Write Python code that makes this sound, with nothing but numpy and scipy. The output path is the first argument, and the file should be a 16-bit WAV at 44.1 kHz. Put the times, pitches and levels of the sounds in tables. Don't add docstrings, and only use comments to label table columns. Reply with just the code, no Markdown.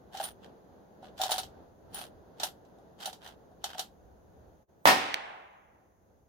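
import sys
import numpy as np
from scipy import signal
from scipy.fft import rfft, irfft, next_fast_len
from scipy.io import wavfile
from scipy.ndimage import map_coordinates

SR = 44100
rng = np.random.default_rng(int(sys.argv[2]) if len(sys.argv) > 2 else 0)


def bounce(signal):
    frames = np.transpose(np.atleast_2d(signal))
    limited = np.clip(frames, -1, 1)
    pcm = np.round(limited * 32767).astype(np.int16)
    wavfile.write(sys.argv[1], SR, pcm)


N = 277157
SHOT_S, SMACK_S = 4.8553, 5.1424

# frequency in Hz, relative level in dB per Hz.
STEEL_COLOUR = [(240, -42.5), (400, -15), (536, -25.5), (753, -1.5), (1130, -18.5), (1350, -10.5),
                (2290, -22), (3120, -9), (3990, -10.5), (7400, -18.5), (8630, -21), (9610, -31.5),
                (10200, -20.5), (15000, -24.5), (16000, -34)]
# frequency in Hz, relative level in dB, 60 dB decay time in seconds.
THIN_METAL = [(8870, -16.5, 0.17), (9470, 0.5, 0.1), (9560, -11.5, 0.062), (11600, -11.5, 0.17),
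              (15235, -7.5, .12), (15420, -13, .06)]
# frequency in Hz, likeness from -1 to 1.
AIR_LIKENESS = [(60, 0.6), (200, 0.7), (400, 0.3), (700, 0.4), (1300, -0.2), (2500, 0.1)]
# frequency in Hz, likeness from -1 to 1.
ROOF_LIKENESS = [(100, 1), (640, 0.36), (1200, -0.53), (3000, 0.24)]


def amp(db):
    return 10 ** (np.asarray(db) / 20)


def unit(x):
    return x / np.sqrt(np.mean(x ** 2) + 1e-20)


def along(points, hz):
    f, value = np.transpose(points)
    return np.interp(np.log(hz + 1), np.log(f + 1), value)


def curves(rows):
    s, *columns = np.transpose(rows)
    return [np.interp(np.arange(N) / SR, s, column) for column in columns]


def wobble(rate):
    knots = rng.standard_normal(int(N * rate / SR) + 4)
    return map_coordinates(knots, [np.arange(N) * rate / SR])


def add(track, s, sound):
    part = track[..., round(s * SR):][..., :sound.shape[-1]]
    part += sound[..., :part.shape[-1]]


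def noise(spectrum, alike, size):
    m = next_fast_len(size)
    hz = np.fft.rfftfreq(m, 1 / SR)
    turn = np.arccos(np.clip(along(alike, hz), -1, 1)) / 2
    coloured = rfft(rng.standard_normal((2, m))) * amp(along(spectrum, hz))
    mid, side = irfft(coloured * [np.cos(turn), np.sin(turn)], m)[:, :size]
    return unit(np.array([mid + side, mid - side]))


def dying(x, t60):
    hz, t, z = signal.stft(x, SR, nperseg=256)
    faded = z * amp(-60 * t / along(t60, hz)[:, None])
    return signal.istft(faded, SR, nperseg=256)[1][:, :x.shape[1]]


def ringing(modes, t, spread):
    total = 0
    for hz, db, t60 in modes:
        strength, detune, phase = rng.standard_normal(3)
        decay = amp(db + 2 * strength - 60 * t / t60)
        total = total + decay * np.sin(2 * np.pi * (hz * (1 + spread * detune) * t + phase))
    return total


def breeze(rumble_db=2.5, hiss_db=-82, buffet_db=2.0, flutter_db=1.24):
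    # time in seconds, level in dB before the rumble trim.
    gusts = [(0.0, -71.5), (0.93, -75.5), (1.38, -67), (2.9, -75.5), (4.41, -67), (4.55, -73.5),
             (5.53, -78.5), (6.28, -72)]
    # frequency in Hz, relative level in dB per Hz.
    rumble_colour = [(15, -34), (30, -12), (60, 0.5), (85, 0), (140, -11), (260, -32), (500, -78)]
    pine_colour = [(60, -26), (110, -7), (180, 0), (270, -3.5), (450, -1), (760, -5), (1150, -16.5),
                   (1550, -18), (2300, -33.5), (3500, -31), (5000, -35), (8000, -63.5)]
    hiss_colour = [(2000, -1.5), (4000, -15.5), (5600, -4), (6600, 5.5), (7500, -17), (9000, -10),
                   (11000, -2.5), (15500, -5.5)]
    rush_db, lull_s, lull_db_per_s = -59.5, 2.5, 2.5

    gust_db, = curves(gusts)
    buffets = buffet_db * np.array([wobble(13.0), wobble(9.2)])
    low = amp(gust_db + rumble_db + buffets) * noise(rumble_colour, AIR_LIKENESS, N)

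    pines_db = rush_db - lull_db_per_s * np.maximum(np.arange(N) / SR - lull_s, 0)
    rush = amp(pines_db + flutter_db * wobble(8.0)) * noise(pine_colour, AIR_LIKENESS, N)
    hiss = amp(hiss_db) * noise(hiss_colour, AIR_LIKENESS, N)
    return low + rush + hiss


def forest(level_db=-23, build_s=0.19, lag_s=.0005, roll_db=0.4):
    # frequency in Hz, relative level in dB per Hz.
    tree_colour = [(100, -27.5), (300, -18.5), (550, -9.5), (790, -3), (1250, -8.5), (2000, -6.5),
                   (2900, -6.5), (4300, -10), (7000, -24.5), (14000, -33.5)]
    # frequency in Hz, 60 dB decay time in seconds.
    tree_t60 = [(150, 1.1), (800, 1.465), (2000, 1.158), (4500, 0.71), (9000, 0.75), (15000, 0.36)]
    alike = [(200, 0.61), (800, 0.31), (2000, 0.33), (5000, .1)]  # (Hz, left-right likeness)

    out, t = np.zeros((2, N)), np.arange(SR * 3 // 2) / SR
    trees = dying(noise(tree_colour, alike, len(t)), tree_t60)
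    build = 1 - np.exp(-(t / build_s) ** 2)
    left, right = amp(level_db) * build * trees
    add(out[0], SHOT_S + lag_s, left)
    add(out[1], SHOT_S, right)
    return out * amp(roll_db * wobble(27))


def shelter(bench_db=-18, bench_t60=0.3, roof_db=-15, roof_s=.0155, hold_s=0.038, drain_db=3,
            timber_db=-26, clump_db=1.0):
    # frequency in Hz, relative level in dB per Hz.
    blast_colour = [(40, -44), (100, -22.5), (200, -14.5), (290, -11), (480, -12), (620, -8.5), (780, -6),
                    (1050, -5.5), (1220, -10.5), (1850, -10.5), (4000, -17.5), (5900, -21.5), (6600, -26.5),
                    (16000, -30.5)]
    # frequency in Hz, 60 dB decay time in seconds.
    roof_t60 = [(100, 0.56), (500, 0.49), (2000, 0.54), (6000, 0.51), (14000, .28)]
    # frequency in Hz, relative level in dB, 60 dB decay time in seconds.
    timber = [(292.6, -11, .5), (394, -6, .45), (609, -3, 0.3), (688, -6.5, 0.16), (755, -1.5, 0.51),
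              (970, -2, 0.31), (1120, -7, 0.22), (1288, -7.5, 0.45), (1790, -8, .18), (1840, -4, 0.42)]

    out, t = np.zeros((2, N)), np.arange(SR) / SR
    bench = amp(bench_db - 60 * t / bench_t60) * noise(blast_colour, ROOF_LIKENESS, len(t))
    add(out, SHOT_S, bench)
    roof = dying(noise(blast_colour, ROOF_LIKENESS, len(t)), roof_t60)
    drain = amp(-drain_db * np.clip(t / hold_s - 1, 0, 1))
    bounces = (1 - np.exp(-t / 0.00076)) * drain
    add(out, SHOT_S + roof_s, amp(roof_db) * bounces * roof)
    add(out, SHOT_S + roof_s, amp(timber_db) * ringing(timber, t, spread=0.0011))
    return out * amp(clump_db * wobble(700))


def echoes():
    return shelter() + forest()


def smack(level_db=-18.5, lag_s=.0005, left_db=-4, length_s=0.0018, tail_db=-22, tail_t60=0.12):
    # (Hz, relative dB per Hz)
    colour = [(500, -28), (1650, -21.5), (2050, 0.5), (2600, -2), (3000, -10), (4200, -4.0),
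              (5100, -16), (6000, -11.5), (9000, -28.5), (15000, -31.5)]
    out, t = np.zeros((2, N)), np.arange(SR // 5) / SR
    shape = np.exp(-(t / length_s) ** 4) + amp(tail_db - 60 * t / tail_t60)
    left, right = amp(level_db) * shape * noise(colour, [(1000, 1.0)], len(t))
    add(out[0], SMACK_S + lag_s, amp(left_db) * left)
    add(out[1], SMACK_S, right)
    return out


def slides(grain_db=4, rise_s=0.017, fade_s=0.025, catch_db=2.0):
    # start in seconds, end in seconds, force in dB, how freely that part rings in dB.
    strokes = [(0.141, 0.234, -53.5, -12), (0.22, 0.292, -54, 3), (0.43, 0.467, -67, -28),
               (1.034, 1.092, -74, -24), (1.198, 1.274, -42.5, -24), (1.307, 1.396, -42.5, -8),
               (1.941, 2.056, -52, -3), (2.404, 2.472, -48.5, -21), (3.011, 3.092, -49, -17),
               (3.222, 3.318, -65.5, -11), (3.638, 3.80, -59, -28)]
    # frequency in Hz, relative level in dB per Hz.
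    rub_colour = [(400, -20), (750, 7), (1100, -2.5), (1550, 2), (2300, -10.5), (3100, 0.5), (4300, -9),
                  (6000, -19), (8000, -30.5), (16000, -39)]
    firm_db, rub_db, rub_grows = -49.5, -48.5, .55

    t = np.arange(N) / SR
    rasp, rub, sing = np.zeros((3, N))
    for start, end, force_db, free_db in strokes:
        rise = .5 + .5 * np.tanh((t - start) / rise_s)
        fade = .5 - .5 * np.tanh((t - end) / fade_s)
        push = rise * fade
        rasp += amp(force_db) * push
        rub += amp(rub_db + rub_grows * (force_db - firm_db)) * push
        sing += amp(force_db + free_db) * push

    ridges = unit(amp(grain_db * wobble(350) + catch_db * wobble(70)))
    metal = ringing(THIN_METAL, t[:SR // 5], spread=0)
    grit = ridges * rng.standard_normal((2, N))
    singing = unit(signal.fftconvolve(grit, metal[None], axes=1)[:, :N])
    rasping = rasp * noise(STEEL_COLOUR, ROOF_LIKENESS, N)
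    rubbing = rub * noise(rub_colour, AIR_LIKENESS, N)
    return ridges * (rasping + rubbing) + sing * singing


def contacts():
    # start in seconds, snap level in dB, thin ring over the snap in dB, before the trims in clicks.
    snaps = [(0.172, -41, -20), (0.238, -38.5, 1), (1.06, -64, -25), (1.215, -28.5, -8),
             (1.235, -28.5, -30), (1.308, -34, -3), (1.317, -26, -15), (1.381, -31, -9), (1.389, -35, -18),
             (1.432, -42, -23), (1.944, -44, 4), (1.984, -46, -2), (2.399, -36, -30), (2.433, -26, -8),
             (2.65, -69, -30), (3.057, -33.5, -8), (3.129, -44.5, -21), (3.244, -54.5, -5),
             (3.275, -50, -22), (3.641, -30.5, -17), (3.781, -40, -16), (3.793, -29, -16)]
    # start in seconds, level in dB before the trims.
    bumps = [(0.145, -43.5), (0.201, -34.5), (1.028, -50), (1.197, -38), (1.207, -36.5), (1.257, -37),
             (1.293, -33), (1.343, -39), (2.785, -57), (3.074, -40.5), (3.515, -63), (3.75, -47)]
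    click_in_wood_db, knock_in_steel_db = -11.5, -16
    knock_ring_db = -25

    on_steel = [(s, db, db + click_in_wood_db, db + ring_db) for s, db, ring_db in snaps]
    in_wood = [(s, db + knock_in_steel_db, db, db + knock_ring_db) for s, db in bumps]
    return on_steel + in_wood


def clicks(snap_db=1, snap_t60=0.016, scatter_db=-8, scatter_t60=0.16, action_db=-9, knock_db=4, ring_db=1):
    # frequency in Hz, relative level in dB, 60 dB decay time in seconds.
    action_modes = [(3050, -1.5, 0.073), (3600, -1, 0.047), (3910, 1, 0.069), (4350, 0, 0.06),
                    (5430, -5, 0.055), (5920, -1, 0.067), (7320, -1.5, 0.054)]
    stock_modes = [(648.7, -6, 0.066), (759, -2.5, 0.11), (860, -5.5, 0.058), (1450, -13.5, 0.026)]

    out, t = np.zeros((2, N)), np.arange(SR // 4) / SR
    for s, snap, knock, ring in contacts():
        direct = amp(snap_db - 60 * t / snap_t60) * noise(STEEL_COLOUR, ROOF_LIKENESS, len(t))
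        scatter = amp(scatter_db - 60 * t / scatter_t60) * noise(STEEL_COLOUR, AIR_LIKENESS, len(t))
        action = amp(action_db) * np.array([ringing(action_modes, t, spread=0.0092) for side in range(2)])
        thin = amp(ring + ring_db) * np.array([ringing(THIN_METAL, t, spread=0.0023) for side in range(2)])
        wood = amp(knock + knock_db) * ringing(stock_modes, t, spread=0.027)
        wood = wood * (1 - np.exp(-t / 0.0012))
        onset = 1 - np.exp(-t / 0.00063)
        add(out, s, (amp(snap) * (direct + scatter + action) + wood + thin) * onset)
    return out


def blast(front_hz=830, front_db=-1, length_s=0.0016, crack_db=-11, crack_t60=0.002, lag_s=0.00027, left_db=-4):
    out, t = np.zeros((2, N)), np.arange(SR // 20) / SR
    swing = amp(front_db) * np.cos(2 * np.pi * front_hz * t) * np.exp(-(t / length_s) ** 4)
    crack = amp(crack_db - 60 * t / crack_t60) * rng.standard_normal(len(t))
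    front = swing + crack
    add(out[0], SHOT_S + lag_s, amp(left_db) * front)
    add(out[1], SHOT_S, front)
    return out


def scene():
    rifle = clicks() + slides() + blast() + echoes()
    lean = amp([[-.5], [.5]])
    return rifle * lean + smack() + breeze()


def record(dry):
    # time in seconds, gain in dB.
    level = [(4.628, 3.5), (4.655, -16), (4.672, -20), (4.695, 0.5)]
    top_hz, ceiling = 16300, .85
    x = dry * amp(curves(level)[0])
    x = x / (1 + np.abs(x / ceiling) ** 6) ** (1 / 6)
    m = next_fast_len(N + SR // 2)
    passed = np.fft.rfftfreq(m, 1 / SR) < top_hz
    return irfft(rfft(x, m) * passed, m)[:, :N]


dry = scene()
out = record(dry)
bounce(out)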